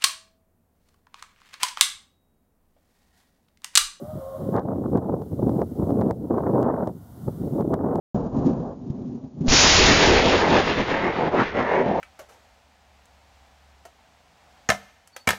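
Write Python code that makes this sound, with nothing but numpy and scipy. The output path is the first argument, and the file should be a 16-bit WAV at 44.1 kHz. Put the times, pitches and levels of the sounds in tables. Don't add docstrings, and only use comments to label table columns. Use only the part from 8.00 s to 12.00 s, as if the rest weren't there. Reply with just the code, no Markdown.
import sys
import numpy as np
from scipy import signal
from scipy.fft import rfft, irfft, next_fast_len
from scipy.io import wavfile
from scipy.ndimage import uniform_filter1d, map_coordinates

SR = 44100
rng = np.random.default_rng(int(sys.argv[2]) if len(sys.argv) > 2 else 0)


def file_out(sig):
    cols = np.atleast_2d(sig).T
    lim = np.clip(cols, -1, 1)
    pcm = np.round(lim * 32767).astype(np.int16)
    wavfile.write(sys.argv[1], SR, pcm)


N = 176400
RUMBLE_S, FRONT_S, CRACK_S = .145, 1.481, 1.512
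PUSH_S = .031
TOP_HZ = 7100


def amp(db):
    return 10 ** (np.asarray(db) / 20)


def unit(x):
    return x / np.sqrt(np.mean(x ** 2) + 1e-20)


def along(points, hz):
    freqs, values = np.transpose(points)
    return np.interp(np.log(hz + 1), np.log(freqs + 1), values)


def since(start_s):
    return np.maximum(np.arange(N) / SR - start_s, 0)


def attack(start_s, rise_s):
    return 1 - np.exp(-since(start_s) / rise_s)


def fader(points):
    return amp(np.interp(since(0), *np.transpose(points)))


def wobble(knots_per_s):
    return map_coordinates(rng.standard_normal(400), [since(0) * knots_per_s], mode="wrap")


def filtered(x, response):
    size = next_fast_len(N + SR // 2)
    return irfft(rfft(x, size) * response(np.fft.rfftfreq(size, 1 / SR)), size)[:N]


def coloured(x, eq, even_s=.042):
    shaped = filtered(x, lambda hz: amp(along(eq, hz)) / np.maximum(hz / eq[-1][0], 1) ** 2)
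    power = uniform_filter1d(shaped ** 2, int(even_s * SR))
    return shaped / np.sqrt(np.abs(power) + 1e-20)


def shocks(per_s=9000, spread_db=1.5):
    arrives = rng.random(N) < per_s / SR
    return arrives * np.sign(rng.standard_normal(N)) * amp(spread_db * rng.standard_normal(N))


# time_s, level_db
LOW_RIDE = [(0.15, -21.5), (0.308, -34.5), (0.38, -18.5), (0.428, -25.5), (0.472, -14.5), (0.568, -27.5),
            (0.59, -25), (0.712, -36), (0.74, -40.5), (0.91, -28), (0.928, -32), (1.156, -26.5),
            (1.226, -40), (1.244, -28.5), (1.286, -44), (1.332, -42.5), (1.406, -27.5), (1.47, -20.5)]
MID_RIDE = [(0.15, -28.5), (0.266, -33), (0.304, -43), (0.354, -32.5), (0.502, -30), (0.546, -34.5),
            (0.708, -35.5), (0.77, -50), (1.036, -47), (1.082, -52), (1.194, -49.5), (1.212, -55),
            (1.248, -48.5), (1.266, -51), (1.348, -61), (1.37, -53), (1.428, -49.5), (1.47, -35)]
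# freq_hz, gain_db
LOW_EQ = [(20, -27.5), (60, -15.5), (100, -10), (135, 0), (190, -1.5), (255, 3.5), (310, -6), (400, -9),
          (470, -28), (900, -41)]
MID_EQ = [(20, -16), (60, 3.5), (250, -4.5), (480, 1), (750, -4), (1080, -13), (1400, -24.5), (1800, -33.5),
          (1950, -54)]

def rumble(low_trim_db=-2, mid_trim_db=1.5, drone_peak_s=1.175, drone_half_s=.11):
    drone_share = .81 * np.exp(-.5 * ((since(0) - drone_peak_s) / drone_half_s) ** 2)
    broad = coloured(rng.standard_normal(N), LOW_EQ)
    blend = np.sqrt(1 - drone_share) * broad + np.sqrt(drone_share) * drone()
    low = amp(low_trim_db) * fader(LOW_RIDE) * blend
    mid = amp(mid_trim_db) * fader(MID_RIDE) * coloured(rng.standard_normal(N), MID_EQ)
    fade_in = np.clip(since(RUMBLE_S) / .0025, 0, 1)
    return (low + mid) * fade_in * np.exp(-since(FRONT_S) / PUSH_S)


# start_s, pitch_hz, level_db
BUMPS = [(.145, 191, -14), (0.261, 203, -17), (.332, 150, -19), (.366, 260, -16), (0.392, 210, -14),
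         (0.467, 256, -11), (0.901, 133, -17), (1.41, 157, -14), (1.459, 205, -21)]

def bumps(rise_s=.0025, t60_s=.041, trim_db=5.5):
    x = np.zeros(N)
    for start_s, pitch_hz, level_db in BUMPS:
        t = since(start_s)
        envelope = attack(start_s, rise_s) * amp(level_db + trim_db - 60 * t / t60_s)
        x -= envelope * np.sin(2 * np.pi * pitch_hz * t)
    return x


def hiss(lead_in, relative_db=-38, floor_db=-71.5):
    follower = np.sqrt(np.abs(uniform_filter1d(lead_in ** 2, size=400)))
    gain = np.hypot(amp(relative_db) * follower, amp(floor_db)) * (since(RUMBLE_S) > 0)
    return gain * unit(filtered(rng.standard_normal(N), lambda hz: hz < TOP_HZ))


def drone(pitch_hz=247, width_hz=22):
    phase = 2 * np.pi * pitch_hz * since(0)
    return unit(wobble(2 * width_hz) * np.sin(phase) + wobble(2 * width_hz) * np.cos(phase))


# start_s, level_db
SPARKS = [(1.462, -42), (1.464, -35), (1.4705, -27), (1.475, -29), (1.483, -15.5), (1.4875, -19),
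          (1.495, -22), (1.505, -22)]

def sparks(grit, t60_s=.007):
    return grit * sum((since(start_s) > 0) * amp(level_db - 60 * since(start_s) / t60_s)
                      for start_s, level_db in SPARKS)


def pressure_front(grit, push_db=-12.5, suction_db=-14, sizzle_db=-18, release_s=.01):
    t, after_push = since(FRONT_S), since(FRONT_S + PUSH_S)
    release = np.exp(-after_push / release_s)
    push = amp(push_db) * (t > 0) * np.exp(-t / PUSH_S)
    pressure = np.where(after_push > 0, -amp(suction_db) * release, push)
    sizzle = amp(sizzle_db) * attack(FRONT_S, rise_s=.016) * release * grit
    return pressure + sizzle


# freq_hz, gain_db
CRACK_EQ = [(20, -5), (60, 3.5), (200, 1.5), (500, 1.5), (1000, -1), (2000, 0), (3500, 0.5), (5500, 3.5),
            (7000, 0.5)]
# freq_hz, hold_s
CRACK_HOLD = [(30, 0.64), (200, 0.45), (1000, 0.34), (2000, 0.36), (3500, 0.2), (6000, 0.08)]
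# freq_hz, fade_db_per_s
CRACK_FADE = [(30, 31), (200, 11), (1000, 10.5), (2000, 13), (3500, 18), (6000, 29.5)]
CRACK_RISE_S = .0096

def crack(level_db=-11.5, surge_db=1.95, surges_per_s=22):
    hz, t, spectrum = signal.stft(coloured(wall(shocks()), CRACK_EQ), SR, nperseg=1024)
    fading_s = np.maximum(t - CRACK_S - along(CRACK_HOLD, hz)[:, None], 0)
    fade = amp(-along(CRACK_FADE, hz)[:, None] * fading_s)
    tear = signal.istft(spectrum * fade, SR, nperseg=1024)[1][:N]
    surges = amp(surge_db * np.tanh(2 * since(CRACK_S)) * wobble(surges_per_s))
    return amp(level_db) * attack(CRACK_S, CRACK_RISE_S) * surges * tear


def wall(x, delay_s=.02407, gain=.52):
    echo = gain * np.pad(x, (round(delay_s * SR), 0))[:N]
    return (x + echo) / np.hypot(1, gain)


# time_s, level_db
SUB_RIDE = [(1.52, -30), (1.75, -28.5), (1.77, -26), (1.84, -18.5), (2.06, -33), (2.09, -21.5),
            (2.46, -37.5), (2.71, -36.5), (2.74, -48), (2.78, -30), (2.85, -41), (3.11, -40.5),
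            (3.19, -46.5), (3.4, -44), (3.52, -42), (3.55, -39), (3.9, -58), (4.0, -40)]
# freq_hz, gain_db
SUB_EQ = [(12, -8.5), (25, -2), (55, -1.5), (90, 2.5), (150, -23)]

def sub_bass(trim_db=-1):
    weight = coloured(rng.standard_normal(N), SUB_EQ)
    return amp(trim_db) * fader(SUB_RIDE) * attack(CRACK_S, CRACK_RISE_S) * weight


# peak_s, half_length_s, boom_db, body_db, clap_db, rattle_db, crackle_db
PEALS = [(1.535, .008, -17.5, -30, -25, -30, -28), (1.654, .012, -22, -23.5, -21.5, -29, -21.5),
         (1.817, 0.018, -18.5, -21.5, -26, -33, -20.5), (1.906, 0.021, -17.5, -25.5, -26, -22.5, -29),
         (2.024, 0.024, -24.5, -18.5, -32.5, -23, -24), (2.1, 0.023, -19.5, -17.5, -37, -39, -45),
         (2.171, 0.026, -24.5, -18, -30, -23.5, -26.5), (2.27, 0.022, -20, -18.5, -33, -39, -26),
         (2.344, 0.016, -24.5, -18, -29, -29.5, -27.5), (2.447, 0.029, -25.5, -18.5, -25.5, -31, -45),
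         (2.527, 0.024, -18.5, -21, -45, -44, -38), (2.566, 0.028, -19.5, -18, -25.5, -29, -26),
         (2.703, 0.022, -24, -23, -32.5, -30, -32), (2.795, 0.017, -21, -24, -34, -31, -33.5),
         (2.952, 0.033, -30, -24, -38, -30.5, -55), (3.063, 0.029, -28, -24, -32, -29, -44),
         (3.219, 0.03, -28, -23, -33.5, -46, -48), (3.277, 0.011, -26, -24.5, -43, -51, -48),
         (3.353, .016, -28.5, -19.5, -31, -44, -45), (3.405, 0.016, -20.5, -25, -18.5, -31, -38),
         (3.451, 0.033, -39.5, -33, -37.5, -33, -41.5), (3.597, .024, -24.5, -22, -31, -32, -42),
         (3.695, 0.038, -34, -25, -33.5, -33.5, -48), (3.751, 0.023, -29, -22, -33, -30, -51),
         (3.804, .016, -25, -20.5, -41, -33, -58), (3.888, 0.034, -25.5, -25, -42.5, -41.5, -49),
         (3.99, 0.028, -30.5, -21.5, -52, -45, -56)]
# freq_hz, gain_db
BOOM_EQ = [(20, -23.5), (60, -16), (110, -7.5), (170, 0), (300, 1), (390, -0.5), (520, -9.5), (1000, -51.5)]
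BODY_EQ = [(200, -45), (350, -2.5), (450, 2.5), (700, -3), (950, -3.5), (1250, -20), (2500, -31),
           (7000, -51)]
CLAP_EQ = [(500, -26), (850, -2), (1150, 0), (1450, -4), (1750, -5.5), (2300, -25), (4000, -41.5)]
RATTLE_EQ = [(900, -24.5), (1400, -7.5), (1750, 4), (2150, 3.5), (2400, -6), (2800, -12.5), (3500, -27)]
CRACKLE_EQ = [(1500, -23.5), (2600, 7.5), (3700, 1), (4500, -6), (5500, -8.5), (7000, -16.5)]

def peals(shocks_per_s=1800, crackle_per_s=660):
    peak_s, half_length_s, *levels_db = np.transpose(PEALS)
    swells = np.exp(-.5 * ((since(0) - peak_s[:, None]) / half_length_s[:, None]) ** 2)
    registers = BOOM_EQ, BODY_EQ, CLAP_EQ, RATTLE_EQ, CRACKLE_EQ
    rates = [shocks_per_s] * 4 + [crackle_per_s]
    x = np.zeros(N)
    for level_db, eq, per_s in zip(levels_db, registers, rates):
        envelope = np.sqrt(amp(level_db) ** 2 @ swells)
        x += envelope * patchy(coloured(wall(shocks(per_s)), eq))
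    return x


def patchy(x, depth_db=1.8):
    spectrum = signal.stft(x, nperseg=1024)[2]
    across_bands = uniform_filter1d(rng.standard_normal(spectrum.shape), size=6, axis=0)
    patches = unit(uniform_filter1d(across_bands, size=8, axis=1))
    return unit(signal.istft(spectrum * amp(depth_db * patches), nperseg=1024)[1][:N])


def scene():
    lead_in = rumble() + bumps()
    bed = lead_in + hiss(lead_in)
    grit = coloured(shocks(), CRACK_EQ)
    strike = sparks(grit) + pressure_front(grit) + crack()
    return (bed + strike + peals() + sub_bass())[None]


def record(dry):
    ceiling_db, knee = -7, 4.6
    clipped = dry[0] / (1 + np.abs(dry[0] / amp(ceiling_db)) ** knee) ** (1 / knee)
    return filtered(clipped, lambda hz: 1 / np.sqrt(1 + (hz / TOP_HZ) ** 160))[None]


dry = scene()
out = record(dry)
file_out(out)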